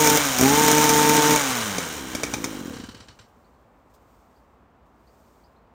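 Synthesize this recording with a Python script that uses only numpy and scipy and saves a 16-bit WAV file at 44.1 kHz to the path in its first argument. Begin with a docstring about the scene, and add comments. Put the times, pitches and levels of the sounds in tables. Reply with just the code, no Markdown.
"""A two-stroke petrol hedge trimmer screams at full throttle, dips, screams again and is let go.
Each turn of the crank sends a puff through the muffler, a rasp from the exhaust jet and a clatter
from the steel blades. Built-up mixture cracks at speed and pops near idle, echoing round a small
fenced garden, and the engine puffs to a stop stroke by stroke. That uncovers a distant town,
the gardener's rustling shirt and a small bird. The mix is mono, the same on both sides."""
import sys
import numpy as np
from scipy import signal
from scipy.fft import rfft, irfft, next_fast_len
from scipy.io import wavfile
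from scipy.ndimage import map_coordinates

SR = 44100
rng = np.random.default_rng(int(sys.argv[2]) if len(sys.argv) > 2 else 0)


def transcribe(signal):
    """Save signal, clipped to [-1, 1], as a 16-bit WAV file at the path in sys.argv[1]."""
    frames = np.atleast_2d(signal).T
    limited = np.clip(frames, -1, 1)
    pcm = np.round(limited * 32767).astype(np.int16)
    wavfile.write(sys.argv[1], SR, pcm)


N = 253119

# far traffic: freq_hz, level_db
TOWN_EQ = [(20, -23), (35, -14.5), (57, 3), (85, -7), (118, -8), (150, -10.5), (240, -6.5), (330, -11.5),
           (650, -10.5), (1100, -12), (1600, -22), (2500, -29.5), (5000, -43), (9000, -56)]
# rubbing cloth: freq_hz, level_db
CLOTH_EQ = [(1500, -22), (3500, -0.5), (7500, 1), (9700, -4), (11000, -16), (12500, -4), (14000, 0.5),
            (16000, -4)]
# the gardener bends, sets the trimmer down and stands up: middle_s, length_s, level_db
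MOVES = [(3.35, .6, -77.5), (4.172, 0.59, -75), (5.254, 0.47, -72)]
# flicks of cloth: start_s, level_db, t60_s
FLICKS = [(3.8984, -54, 0.089), (3.9378, -43, 0.085), (4.8569, -58, 0.085), (5.5143, -61, 0.09)]
# the bird's rising calls: start_s, start_hz, end_hz, level_db
CHIRPS = [(3.44, 3610, 4720, -68), (3.535, 3610, 4700, -75), (4.355, 3990, 5000, -68.5),
          (5.068, 3700, 5000, -65), (5.435, 3900, 5200, -62), (5.557, 3390, 4400, -70)]
# the garden's reverb time: freq_hz, t60_s
GARDEN_DECAY = [(150, 0.25), (2000, 0.28), (12000, 0.2)]
# reflections off the gardener, the paving and the fence: delay_s, level_db
NEAR_ECHOES = [(.0042, -3), (.0095, -12), (.017, -15)]
# the muffler's sheet steel: pitch_hz, width_hz, level_db
SHELL_MODES = [(2327, 170, 1), (3820, 330, -12), (6350, 810, -10)]
# the steel blades and their guard: pitch_hz, width_hz, level_db
BLADE_MODES = [(1110, 340, 1), (1600, 190, 0), (1884, 69, -4), (2870, 34, -5.5), (3168, 190, -2),
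               (4040, 97, -6.5), (5650, 79, -8), (5870, 86, -9.5), (6820, 88, -9.5), (7480, 160, -11)]
# long notes of the free blades: pitch_hz, width_hz, level_db
FREE_BLADE_MODES = [(3000, 17, 1), (3960, 29, -5), (4380, 35, -2), (5600, 50, -10), (7550, 70, -9),
                    (8700, 70, -14)]
# the last compression strokes: start_s
STROKES = [2.735, 2.765, 2.798, 2.836, 2.886, 2.944, 3.001, 3.082, 3.187]
# slack blades clacking: freq_hz, level_db
CLACK_EQ = [(350, -14), (600, -12), (717, -9), (1160, 2.5), (2240, -4.5), (2680, -6), (3160, -5),
            (5050, -2.5), (7620, -16), (11200, -49), (13400, -29), (16000, -33)]
# hard firings of built-up mixture: start_s, level_db
BANGS = [(0.0443, -8.5), (0.072, -3.5), (0.0988, -5), (0.172, -4), (0.3845, -7), (0.4096, -5),
         (0.6467, -11), (0.6798, -4), (0.7136, -5.5), (0.7802, -7.5), (0.84, -7.5), (0.8918, -5.5),
         (1.094, -7.5), (1.1659, -7.5), (1.3067, -8), (1.3596, -6), (1.7806, -15), (2.148, -15.5),
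         (2.2319, -12.5), (2.3357, -14.5), (2.4402, -13)]
# the crack of a hard firing: freq_hz, level_db
CRACK_EQ = [(240, -27.5), (400, 3.5), (964, -11), (1330, -10.5), (1510, -15.5), (1990, -34), (2360, 1),
            (2590, -17), (3070, -13), (4380, -7.5), (6050, -5), (9180, -11), (11400, -21.5), (14600, -14),
            (16000, -25.5)]
# the piston's dry tick: freq_hz, level_db
TICK_EQ = [(1000, -12.5), (3200, 0), (6000, -4.5), (9000, -8.5), (11000, -13.5), (12600, -3.5), (14800, -1),
           (16000, -2)]
# sliding blades and gears: freq_hz, level_db
CLATTER_EQ = [(210, -29.5), (350, -8), (431, 3), (530, -6.5), (613, -6.5), (1220, 2), (2350, -3),
              (2710, -5.5), (3560, -3.5), (4450, -8), (6850, -7.5), (9440, -9.5), (10900, -26.5),
              (14100, -15.5), (16000, -21.5)]
# the exhaust jet: freq_hz, level_db
RASP_EQ = [(300, -38), (600, -2), (1300, -11.5), (2300, -6.5), (4500, -12.5), (5700, 2.5), (6800, 5.5),
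           (8000, -9), (9400, -1), (10600, -15.5), (12000, -14), (14500, 1), (16000, -13.5)]
# unfired gas pumped through the engine: freq_hz, level_db
PUMPING_EQ = [(25, -30), (58, 1.5), (115, -4.5), (170, -2), (400, -3), (510, 2), (620, -15.5), (1200, -22),
              (3000, -59)]
# the muffler's hollow body: freq_hz, level_db
MUFFLER_EQ = [(25, -41.5), (55, -16.5), (110, -15), (170, -8), (225, 2), (265, 4.5), (310, -2), (370, -9),
              (520, -14), (750, -8.5), (1300, -17.5), (2500, -24.5), (5000, -40)]
# exhaust harmonics, from the first up: firing_db, pulling_boost_db, coasting_db
HARMONICS = [(-33, 1, -42), (-28, -0.5, -34), (-24.5, -6.5, -46.5), (-48, -2.5, -42), (-41, 11, -45.5),
             (-23.5, -9, -40)]
# the crank under throttle and coasting: time_s, speed_rev_per_s
REVS = [(0.0, 152.6), (0.12, 148.6), (0.194, 150.0), (0.374, 122.8), (0.386, 122.8), (0.518, 144.5),
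        (0.602, 151.3), (1.01, 149.5), (1.068, 150.6), (1.36, 150.3), (1.476, 133.2), (1.682, 103.2),
        (1.778, 89.1), (1.9, 79.3)]
# the crank near idle, then running down: time_s, speed_rev_per_s
RUN_DOWN = [(2.05, 64), (2.3, 59), (2.53, 53), (2.71, 38)]
# the trigger is squeezed: start_s, end_s
THROTTLE = [(-0.1, 0.162), (0.376, 1.338)]

TOP_SPEED, PULL_RANGE = 150, 20  # rev/s; this far under the top the engine pulls hardest
NOTE_END_S = 1.77  # from here the slowing note breaks up into separate puffs
RUN_END_S = RUN_DOWN[-1][0]


def amp(db):
    """Decibels to gain."""
    return 10 ** (np.asarray(db) / 20)


def along(points, hz):
    """Read a curve of (Hz, value) points on a log frequency axis."""
    freqs, values = np.transpose(points)
    return np.interp(np.log(hz + 1), np.log(freqs + 1), values)


def until(end_s, fade_s):
    """Full gain up to the end time, then a linear fade."""
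    return np.clip(1 - (np.arange(N) / SR - end_s) / fade_s, 0, 1)


def stopping(start_s=2.75, fade_db_per_s=55):
    """The fade that takes the running noises out over the last strokes."""
    return amp(-fade_db_per_s * np.maximum(np.arange(N) / SR - start_s, 0))


def scatter(count):
    """Even chance between minus one and one."""
    return 2 * rng.random(count) - 1


def wobble(rate):
    """A smooth random curve, rate knots a second."""
    return map_coordinates(rng.standard_normal(int(N * rate / SR) + 4), [np.arange(N) * rate / SR])


def add(track, start_s, sound):
    """Mix a sound into the track at a time."""
    part = track[max(round(start_s * SR), 0):][:len(sound)]
    part += sound[:len(part)]


def colour(x, eq, size=4096):
    """Shape x with a minimum-phase EQ of unit energy."""
    cepstrum = irfft(np.log(amp(along(eq, np.fft.rfftfreq(size, 1 / SR))) + 1e-6))
    cepstrum[1:size // 2] *= 2
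    cepstrum[size // 2 + 1:] = 0
    response = irfft(np.exp(rfft(cepstrum)))
    return signal.fftconvolve(x, response / np.linalg.norm(response))[:len(x)]


def ringing(x, modes):
    """Let x ring a bank of steel resonances of unit energy."""
    t = np.arange(SR // 6) / SR
    response = sum(amp(db) * width * np.exp(-np.pi * width * t) * np.sin(2 * np.pi * hz * t)
                   for hz, width, db in modes)
    return signal.fftconvolve(x, response / np.linalg.norm(response))[:N]


def burst(t60_s, attack_s):
    """A noise hit that rises quickly and dies."""
    t = np.arange(SR // 4) / SR
    return rng.standard_normal(len(t)) * amp(-60 * t / t60_s) * (1 - np.exp(-t / attack_s))


def soft_puff(hz, damping=1.45):
    """A gentle low swell of two or three cycles, of unit energy."""
    cycles = np.arange(SR // 25) / SR * hz
    wave = cycles * np.exp(-damping * cycles) * np.sin(2 * np.pi * cycles)
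    return wave / np.linalg.norm(wave)


def chopped(turns, depth, scatter_db):
    """Noise of rms 1 that flares once a revolution, each flare of its own size."""
    size = amp(scatter_db * scatter(int(turns[-1]) + 1))[turns.astype(int)]
    flares = rng.standard_normal(N) * size * np.exp(-depth * (turns % 1))
    return flares / np.sqrt(np.mean(flares ** 2))


def town():
    """A steady bed of far traffic."""
    return amp(-56 + .46 * wobble(.81)) * colour(rng.standard_normal(N), TOWN_EQ)


def shirt(still_db=-84.5):
    """Cloth rustles in one swell for each move, with a few flicks."""
    t = np.arange(N) / SR
    swells = sum(amp(db) * np.exp(-(2 * (t - s) / length) ** 2) for s, length, db in MOVES)
    rub = (amp(still_db) + swells) * amp(.8 * wobble(40)) * rng.standard_normal(N)
    for s, db, t60 in FLICKS:
        add(rub, s - .002, amp(db - 6.5) * burst(t60, attack_s=t60 / 6))
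    return colour(rub, CLOTH_EQ)


def bird(length_s=.021, echo_s=.018):
    """Short rising chirps, each with a slapback off the house wall."""
    song, progress = np.zeros(N), np.linspace(0, 1, int(length_s * SR))
    for s, start_hz, end_hz, db in CHIRPS:
        pitch = start_hz + (end_hz - start_hz) * np.sin(progress * np.pi / 2)
        chirp = amp(db) * np.sin(np.pi * progress) * np.sin(2 * np.pi * np.cumsum(pitch) / SR)
        add(song, s, chirp)
        add(song, s + echo_s, amp(-5) * chirp)
    return song


def garden(x):
    """Fence and house walls scatter the sound into a short reverb tail."""
    hz, t, noise = signal.stft(rng.standard_normal(SR // 3), SR, nperseg=256)
    decay = amp(-60 * t / along(GARDEN_DECAY, hz)[:, None])
    tail = signal.istft(noise * decay, SR, nperseg=256)[1]
    predelayed = np.pad(x, (SR // 150, 0))
    return signal.fftconvolve(predelayed, tail / np.linalg.norm(tail))[:N]


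def last_strokes(fade_from_s=2.84):
    """The piston labours over each compression; the slack blades clack, ring and fall back."""
    thumps, rattle = np.zeros((2, N))
    t = np.arange(SR // 4) / SR
    for s in STROKES:
        late_s = max(s - fade_from_s, 0)
        add(thumps, s, amp(-8 - 85 * late_s) * soft_puff(hz=248))  # fades as the crank loses its swing
        body_rock = amp(-38 - 19 * late_s - 60 * t / .1) * np.sin(2 * np.pi * 108 * t)
        add(thumps, s + .0125, body_rock)
        clack_db = -41 - 14 * late_s
        add(rattle, s + .0016, amp(clack_db) * burst(t60_s=.066, attack_s=.0014))
        add(rattle, s + .02, amp(clack_db - 11) * burst(t60_s=.22, attack_s=.0024))
    steel = amp(-5) * ringing(rattle, BLADE_MODES) + amp(-4) * ringing(rattle, FREE_BLADE_MODES)
    return thumps + amp(1.5) * colour(rattle, CLACK_EQ) + steel


def bangs(speed, firing, pulling, small_chances=12, push_s=.0015):
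    """Hard firings: cracks of gas ring the shell; the main ones thump the muffler and jolt the engine."""
    fast = np.interp(speed, [90, 120], [0, 1])  # at speed the crack gives way to a snap of the jet
    chances = rng.random((small_chances, 2)) * [THROTTLE[-1][1], 1]
    near_top = firing - pulling > .5  # the small ones catch only here
    small = [(s, -10 - 4 * softness) for s, softness in chances if near_top[int(s * SR)]]
    cracks, thumps, snaps, booms = np.zeros((4, N))
    for s, db in list(BANGS) + small:
        crack_db = db - 8 * fast[round(s * SR)]
        for delay, echo_db in [(0, 0)] + NEAR_ECHOES:
            add(cracks, s + delay + .002, amp(crack_db + echo_db) * burst(t60_s=.018, attack_s=.0002))
        add(snaps, s + .001, amp(db - 4) * burst(t60_s=.013, attack_s=.0001))
    push = np.hanning(round(push_s * SR))
    for s, _ in BANGS:
        add(thumps, s + .001, amp(-2) * push / push.sum())
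        add(booms, s + .0018, amp(-9.5) * soft_puff(hz=105, damping=2.2))
    bite = amp(-5) * colour(cracks, CRACK_EQ) + colour(snaps * fast, RASP_EQ)
    weight = colour(thumps, MUFFLER_EQ) + booms
    return bite + weight + amp(-4) * ringing(cracks, SHELL_MODES)


def piston_ticks(turns, speed, at_turn=.68, t60_s=.016):
    """A dry metallic tick in mid-stroke, which stands out once the engine is slow."""
    age_s = (turns - at_turn) % 1 / speed
    ticks = rng.standard_normal(N) * amp(-60 * age_s / t60_s) * until(RUN_END_S, .062)
    return amp(-38.5) * colour(ticks, TICK_EQ) + amp(-34.5) * ringing(ticks, BLADE_MODES)


def piston_slaps(turns, speed, jitter_s=.00004):
    """One sharp knock a revolution: the buzz in the upper harmonics."""
    at = np.flatnonzero(np.diff(np.floor(turns)))
    jitter = np.round(jitter_s * SR * rng.standard_normal(len(at))).astype(int)
    knocks = np.bincount(np.clip(at + jitter, 0, N - 1), np.sqrt(SR / speed[at]), N)
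    return knocks * until(NOTE_END_S, .97)


def blade_clatter(turns, speed, octaves, firing):
    """Sliding blades, gears and piston slap set the blades and the muffler's shell ringing."""
    coasting = 1 - firing  # unloaded, the piston slaps harder and the gears run quieter
    rubbing = chopped(turns, depth=.37, scatter_db=2)
    slaps = amp(-10 + 2.5 * coasting) * piston_slaps(turns, speed)
    drive = amp(-24 + 12 * octaves - 1.5 * coasting) * (rubbing + slaps)
    blades = amp(-10 - 4 * octaves) * ringing(drive, BLADE_MODES)  # slow blades ring more freely
    shell = amp(-16.5) * ringing(drive, SHELL_MODES)
    return (amp(.76) * colour(drive, CLATTER_EQ) + blades + shell) * stopping()


def exhaust_rasp(turns, octaves, firing, pulling, turn_away_db_per_s=2.5):
    """The pulsing jet bites harder under load and fades as the outlet slowly swings away."""
    level_db = -26.5 + 3.5 * firing + 2 * pulling + 11 * octaves
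    level_db -= turn_away_db_per_s * np.arange(N) / SR
    jet = chopped(turns, depth=1.3, scatter_db=3)
    return amp(level_db) * colour(jet, RASP_EQ) * stopping()


def exhaust_puffs(turns, speed, firing, pulling):
    """One gas pulse a revolution, fired or just pumped; uneven strokes add grit between the harmonics."""
    at = np.flatnonzero(np.diff(np.floor(turns)))
    coasting = 1 - firing
    puff_db = -36.5 + 5.5 * firing + 5 * pulling
    roughness = (.15 * coasting + .6 * pulling + .92 * (firing - pulling))[at]
    size = np.sqrt(1 - roughness ** 2) + roughness * scatter(len(at)) * np.sqrt(3)
    pulses = np.bincount(at, size * np.sqrt(SR / speed[at]), N) * amp(puff_db) * until(RUN_END_S, .01)
    fired = amp(3.5) * colour(pulses * firing, MUFFLER_EQ)
    pumped = pulses * coasting * amp(np.interp(speed, [52, 87], [.5, -8.3]))  # slow strokes pump more
    unfired = np.zeros(N)
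    for i in at:
        # the port stays open longer as the crank slows, so the puff sinks in pitch
        hz = (170 + 2.4 * min(speed[i], 55)) * (1 + .04 * scatter(1)[0])
        add(unfired, i / SR + .0008 * rng.random(), pumped[i] * soft_puff(hz))
    chug = amp(-9.5) * coasting * pulses
    intake_growl = amp(-3.5) * pulling * pulses
    swirl = amp(puff_db - 7.5) * chopped(turns, depth=.67, scatter_db=1) * stopping()
    return fired + unfired + colour(chug + intake_growl + swirl, PUMPING_EQ)


def exhaust_note(turns, octaves, firing, pulling):
    """The scream: clean crank harmonics that the muffler favours, wavering more as the speed changes."""
    coast_gain = (1 - firing) * amp(10 * octaves)
    unsteady_db = 2.5 * (1 - firing + pulling)
    note = np.zeros(N)
    for k, (firing_db, boost_db, coasting_db) in enumerate(HARMONICS, 1):
        gain = firing * amp(firing_db + boost_db * pulling) + coast_gain * amp(coasting_db)
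        flutter = amp((.22 * k + unsteady_db) * wobble(45))
        note += gain * flutter * np.sin(2 * np.pi * (k * turns + rng.random()))
    return np.sqrt(2) * note * until(NOTE_END_S, .15)


def engine_state(open_s=.04, close_s=.028):
    """Control curves: crank speed in rev/s, firing 0-1 and pulling 0-1 (firing short of top speed)."""
    t = np.arange(N) / SR
    speed = np.interp(t, *np.transpose(list(REVS) + list(RUN_DOWN)))
    firing = sum(np.clip((t - start) / open_s, 0, 1) * until(end, close_s) for start, end in THROTTLE)
    pulling = firing * np.clip((TOP_SPEED - speed) / PULL_RANGE, 0, 1)
    return speed, firing, pulling


def trimmer(speed, firing, pulling, hunt_rev_per_s=.3):
    """The running engine: every layer locks to one crank, whose speed hunts a little under throttle."""
    octaves = np.log2(speed / TOP_SPEED)
    turns = np.cumsum(speed + hunt_rev_per_s * firing * wobble(12)) / SR
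    turns += -turns[round(RUN_END_S * SR) - SR // 200] % 1  # the run-down ends on a puff
    return (blade_clatter(turns, speed, octaves, firing)
            + exhaust_rasp(turns, octaves, firing, pulling)
            + exhaust_note(turns, octaves, firing, pulling)
            + exhaust_puffs(turns, speed, firing, pulling)
            + piston_ticks(turns, speed))


def scene():
    """The mono mix; only the bangs and the bird feed the garden reverb."""
    engine = engine_state()
    sharp = bangs(*engine) + bird()
    mono = trimmer(*engine) + last_strokes() + sharp + amp(-10.5) * garden(sharp) + shirt() + town()
    return np.array([mono, mono])


def record(dry, low_cut_hz=28, high_cut_hz=15900):
    """Soft-clip the highest peaks, then cut the deepest rumble and the very top."""
    rounded = dry / (1 + dry ** 6) ** (1 / 6)
    size = next_fast_len(N + SR // 4)
    hz = np.fft.rfftfreq(size, 1 / SR)
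    band = hz ** 4 / (hz ** 4 + low_cut_hz ** 4) / (1 + (hz / high_cut_hz) ** 120)
    return irfft(rfft(rounded, size) * band, size)[:, :N]


dry = scene()
out = record(dry)
transcribe(out)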